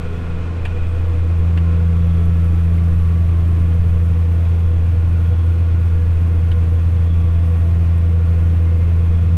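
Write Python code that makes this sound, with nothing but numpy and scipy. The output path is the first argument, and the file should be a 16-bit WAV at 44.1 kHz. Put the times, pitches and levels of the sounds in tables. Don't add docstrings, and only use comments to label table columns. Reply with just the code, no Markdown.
import sys
import numpy as np
from scipy import signal
from scipy.fft import rfft, irfft, next_fast_len
from scipy.io import wavfile

SR = 44100
rng = np.random.default_rng(int(sys.argv[2]) if len(sys.argv) > 2 else 0)


def digitize_waveform(pressure):
    field = np.atleast_2d(pressure).T
    bounded = np.clip(field, -1, 1)
    quanta = np.round(bounded * 32767).astype(np.int16)
    wavfile.write(sys.argv[1], SR, quanta)


def natural_amplitude(level_db):
    exponent = np.asarray(level_db, float) / 20
    return 10 ** exponent


N = 413216


def engine():
    # t/s, boom level/dB, second harmonic level/dB
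    firing = [(0.0, -25, -33), (0.35, -23, -32), (0.7, -20.5, -38), (1.05, -16.5, -38), (1.45, -13.5, -27),
              (1.95, -13.5, -23.5), (3.2, -13.3, -25.5), (4.4, -13.5, -30), (5.6, -13.5, -34),
              (6.4, -13.5, -32), (7.5, -13, -29), (9.37, -13, -28.5)]
    # order [sixths of the firing rate], level/dB rms
    uneven = [(8, -39), (9, -44), (10, -44.5), (14, -47.5), (20, -53), (22, -56), (24, -50.5)]
    # f/Hz, level/dB rms
    shafts = [(28, -43), (35, -39), (51.5, -52)]
    firing_hz = 84.05
    octave_lag = 0.8
    boom_db, octave_db = in_time(firing)
    third_db = heard(back_db=-52.5, front_db=3, side_db=-3.5, part="third")

    phase = 2 * np.pi * np.cumsum(firing_hz + 0.087 * drift(1.3)) / SR
    note = natural_amplitude(boom_db + 0.12 * drift(5.6)) * np.cos(phase)
    note += natural_amplitude(octave_db + 0.7 * drift(3.8)) * np.cos(2 * phase - octave_lag)
    note += natural_amplitude(third_db + 2.5 * drift(1.5)) * np.cos(3 * phase)
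    for sixths, db in uneven:
        start = 2 * np.pi * rng.random()
        note += natural_amplitude(db + 2.5 * drift(2)) * np.cos(phase * round(sixths) / 6 + start)
    driveline = sum(natural_amplitude(db) * tone(hz, wobble_hz=0.22, flutter_db=2.5) for hz, db in shafts)
    return np.sqrt(2) * note + driveline


def cab():
    # f/Hz, level/dB per Hz
    rumble_colour = [(2, -14), (5, 0), (9, -7), (15, -3), (24, -10), (36, -16), (45, -25), (60, -29),
                     (72, -24), (80, -30)]
    # f/Hz, level/dB per Hz
    drum_colour = [(66, -37), (76, -17), (84, -19), (92, 2), (102, 1.5), (115, 0.5), (132, -15.5),
                   (155, -7.5), (185, -13.5), (230, -20), (300, -27)]
    # f/Hz, level/dB per Hz
    block_colour = [(120, -32.5), (200, -1.5), (293, -8), (338, -5.5), (361, -7), (480, -4), (520, -9),
                    (660, -10), (908, -14), (1170, -13.5), (1230, -15), (1440, -18), (2560, -20),
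                    (4540, -33.5), (9000, -42.5), (11700, -74), (19800, -120)]
    # t/s, level/dB
    ground = [(0, -35), (1.1, -33.5), (1.7, -39), (2.5, -31.5), (3.9, -28.5), (4.6, -32.5), (4.9, -27),
              (7.2, -28.5), (8.1, -31.5), (8.8, -28), (9.07, -32), (9.3, -21.5)]
    white = rng.standard_normal((4, N))

    rumble_db = heard(back_db=-33, front_db=3, side_db=2.5) + 5.0 + 1.5 * drift(1.5)
    rumble = natural_amplitude(rumble_db) * coloured(white[0], rumble_colour)

    drum_db = in_time(ground)[0] + 0.39 * drift(6.1)
    drumming = natural_amplitude(drum_db) * coloured(white[1], drum_colour)

    strokes = white[2] * natural_amplitude(0.21 * drift(4.8) + 0.6 * drift(30))
    block_db = heard(back_db=-42.5, front_db=2, side_db=0.65) + 3.5
    clatter = natural_amplitude(block_db) * coloured(strokes, block_colour)
    return rumble + drumming + clatter + ringing(white[3])


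def ringing(white):
    # name, f/Hz, width/Hz, level/dB facing back, extra/dB front, extra/dB side
    panels = [("wall", 297, 62, -43.5, -7, 2), ("window", 480, 34, -46, 0.1, 0.1),
              ("trim", 422, 16, -55, 8.4, 5.6), ("bonnet", 1430, 110, -55.5, 7, 0.1),
              ("hood side", 2480, 140, -59.5, 6.9, 1.7)]
    # f/Hz, width/Hz, level/dB rms
    covers = [(672, 9, -59), (1680, 30, -66), (2625, 12, -70), (3350, 300, -64)]
    out = np.zeros(N)
    for name, hz, width_hz, *facing_db in panels:
        out += natural_amplitude(heard(*facing_db, part=name)) * narrow(white, hz, width_hz)
    for hz, width_hz, db in covers:
        out += natural_amplitude(db + 3.4 * drift(1.3)) * narrow(white, hz, width_hz)
    return out


def gears():
    # name, f/Hz, level/dB facing back, extra/dB front, extra/dB side
    whines = [("mesh 1", 1056, -55.5, 1.3, 0.1), ("mesh 2", 1147, -57.5, 2.6, 3),
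              ("mesh 3", 1316, -67, 10, 9.4), ("mesh 4", 2107, -67, 6, 3), ("pump", 1862, -65.5, 3, 0.1),
              ("blower", 4255, -82.5, 6, 1.5), ("idler", 1685, -71, 7, 6), ("window", 487, -47.5, 0.1, 0.1),
              ("cover", 672, -56.5, -7, -5.5)]
    # t/s, f/Hz
    turbo = [(0, 8430), (1.3, 8320), (2.0, 8380), (3.5, 8430), (4.6, 8350), (6.5, 8300), (7.5, 8370),
             (8.6, 8580), (9.37, 8680)]
    out = np.zeros(N)
    for name, hz, *facing_db in whines:
        out += natural_amplitude(heard(*facing_db, part=name)) * tone(hz, wobble_hz=hz * 0.002, flutter_db=2.5)
    blade_hz = in_time(turbo)[0]
    blade_db = heard(back_db=-82.5, front_db=6.6, side_db=3, part="turbo")
    return out + natural_amplitude(blade_db) * tone(blade_hz, wobble_hz=14, flutter_db=3.5)


def knocks():
    # t/s, peak level/dB, ringing f/Hz, dull f/Hz, dull level/dB
    strikes = [
        (.6508, -22, 2400, 1700, 0.5),
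        (1.5725, -27.5, 2700, 1550, 0.5),
        (2.7794, -39, 2100, 1430, -4),
        (3.7174, -43, 3050, 1670, -8),
        (4.8583, -39, 2400, 1450, 1.5),
        (6.5140, -30.5, 2950, 1750, -2),
    ]
    edge_db, decay_s, rise_s = -19.5, 0.011, 0.0012
    length = 4000
    out, t = np.zeros(N), np.arange(length) / SR
    bursts = rng.standard_normal((len(strikes), length))
    for (s, db, hz, dull_hz, dull_db), burst in zip(strikes, bursts):
        rattle = np.sign(burst) * np.exp(-t / decay_s) * (1 - np.exp(-t / rise_s))
        body = narrow(rattle, hz, 600)
        body += natural_amplitude(dull_db) * narrow(rattle, dull_hz, 900)
        body += natural_amplitude(dull_db - 4) * narrow(rattle, 950, 500)
        body += natural_amplitude(edge_db) * narrow(rattle, 6000, 4000)
        out[round(s * SR):][:length] += natural_amplitude(db + 3) * body / np.abs(body).max()
    return out


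def grit():
    # f/Hz, level/dB per Hz
    grit_colour = [(3500, -17), (6000, 0.5), (7300, -5), (8600, 1.5), (12200, 1), (14000, -4.5),
                   (15500, -6.5), (17000, -8.5)]
    # t/s, peak level/dB
    ticks = [(1.0824, -40.5), (2.0697, -40), (2.257, -39), (2.4433, -37), (2.7394, -43), (2.9612, -44),
             (3.3894, -46), (3.6282, -53), (4.21, -49), (5.8556, -43), (7.9794, -38.5)]
    gusts_db = 0.7 * drift(12) + 0.8 * drift(40)
    grains = rng.standard_normal(N) * natural_amplitude(1.5 * rng.exponential(1, N) + gusts_db)
    hiss_db = heard(back_db=-63, front_db=-5.5, side_db=-1, part="grit") + 1.5 + 0.6 * drift(1.5)

    length = 880
    decay = np.exp(-np.arange(length) / SR / 0.003)
    stones = np.zeros(N)
    for (s, db), burst in zip(ticks, rng.standard_normal((len(ticks), length))):
        stones[round(s * SR):][:length] += natural_amplitude(db - 6.0) * burst * decay
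    glass = signal.butter(3, [8000, 13500], "band", fs=SR, output="sos")
    return natural_amplitude(hiss_db) * coloured(grains, grit_colour) + signal.sosfilt(glass, stones)


def heard(back_db, front_db, side_db, part=""):
    # t/s, angle/degrees
    facing = [
        (0, 0),
        (0.6, 19),
        (1.5, 64.5),
        (2.5, 98),
        (3.7, 135.5),
        (4.75, 179.5),
        (9.37, 179.5),
    ]
    # part, middle t/s, length/s, level/dB
    swells = [("window", 0.02, 0.44, 5.5), ("window", 0.9, 0.73, 4.5), ("window", 1.86, 0.78, 3.4),
              ("window", 3.1, 1.8, -7), ("window", 4.43, 0.71, 5.1), ("window", 4.5, 0.27, -12),
              ("window", 5.4, 0.54, 2.6), ("window", 6.75, .7, 3), ("window", 8.25, 0.65, 2.8),
              ("window", 8.75, 0.27, 5.5), ("trim", 2.22, 0.45, 8.3), ("trim", 8.9, .5, 12),
              ("wall", 1.18, 0.57, 6.7), ("turbo", 7.4, 3.5, 4), ("wall", 3.6, 0.71, 3),
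              ("wall", 8.6, .8, 3.6), ("bonnet", 1.75, 0.65, 4.5), ("bonnet", 5.7, 3.5, 5.3),
              ("bonnet", 8.4, 0.54, 5), ("mesh 1", 0.39, 0.35, 5), ("grit", 2.96, 3.5, 3.2),
              ("mesh 1", 2.45, 1, -8), ("third", 0.15, .9, 8), ("mesh 2", 3.2, 1.5, 7),
              ("mesh 2", 7.35, 1.3, 5.5), ("hood side", 0.77, 0.59, 5), ("mesh 3", 2.2, 1.3, 6.7),
              ("mesh 4", 8.66, 1.6, 10.6), ("blower", 5.7, 2.6, 11), ("pump", 7.8, 3.5, 7)]
    t = np.arange(0, N + 64, 64) / SR
    angle = np.radians(np.interp(t, *np.transpose(facing)))
    db = back_db + front_db * np.maximum(np.cos(angle), 0) ** 2 + side_db * np.sin(angle) ** 2
    for name, s, length, swell_db in swells:
        if name == part:
            db += swell_db * np.cos(np.pi * np.clip((t - s) / length, -0.5, 0.5)) ** 2
    return np.interp(np.arange(N) / SR, t, db)


def tone(hz, wobble_hz, flutter_db):
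    phase = 2 * np.pi * (np.cumsum(hz + wobble_hz * drift(2.97)) / SR + rng.random())
    return np.sqrt(2) * np.sin(phase) * natural_amplitude(flutter_db * drift(6.1))


def narrow(white, hz, width_hz):
    once = resonance(white, hz, width_hz)
    return rms_one(resonance(once, hz, width_hz))


def resonance(x, hz, width_hz):
    r = np.exp(-np.pi * width_hz / SR)
    poles = [1, -2 * r * np.cos(2 * np.pi * hz / SR), r * r]
    return signal.lfilter([(1 - r * r) / 2, 0, (r * r - 1) / 2], poles, x)


def coloured(x, spectrum):
    size = next_fast_len(N)
    hz = np.arange(1, size // 2 + 2) * SR / size
    points_hz, points_db = np.transpose(spectrum)
    gain = natural_amplitude(np.interp(np.log(hz), np.log(points_hz), points_db, left=-90, right=-90))
    return rms_one(irfft(rfft(x, size) * gain, size)[:N])


def drift(rate):
    r = np.exp(-80 * np.pi * rate / SR)
    white = rng.standard_normal(N // 40 + 4002)
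    slow = signal.lfilter([1], [1, -2 * r, r * r], white)[4000:]
    return np.interp(np.arange(N) / 40, np.arange(len(slow)), rms_one(slow - slow.mean()))


def rms_one(x):
    return x / np.sqrt(np.mean(x ** 2) + 1e-20)


def in_time(rows):
    s, *columns = np.transpose(rows)
    return [np.interp(np.arange(N) / SR, s, c) for c in columns]


def scene():
    return (engine() + cab() + gears() + knocks() + grit())[None]


def band_limit(x):
    return signal.sosfilt(signal.butter(12, 15620, fs=SR, output="sos"), x)


def record(dry):
    return band_limit(dry)


dry = scene()
out = record(dry)
digitize_waveform(out)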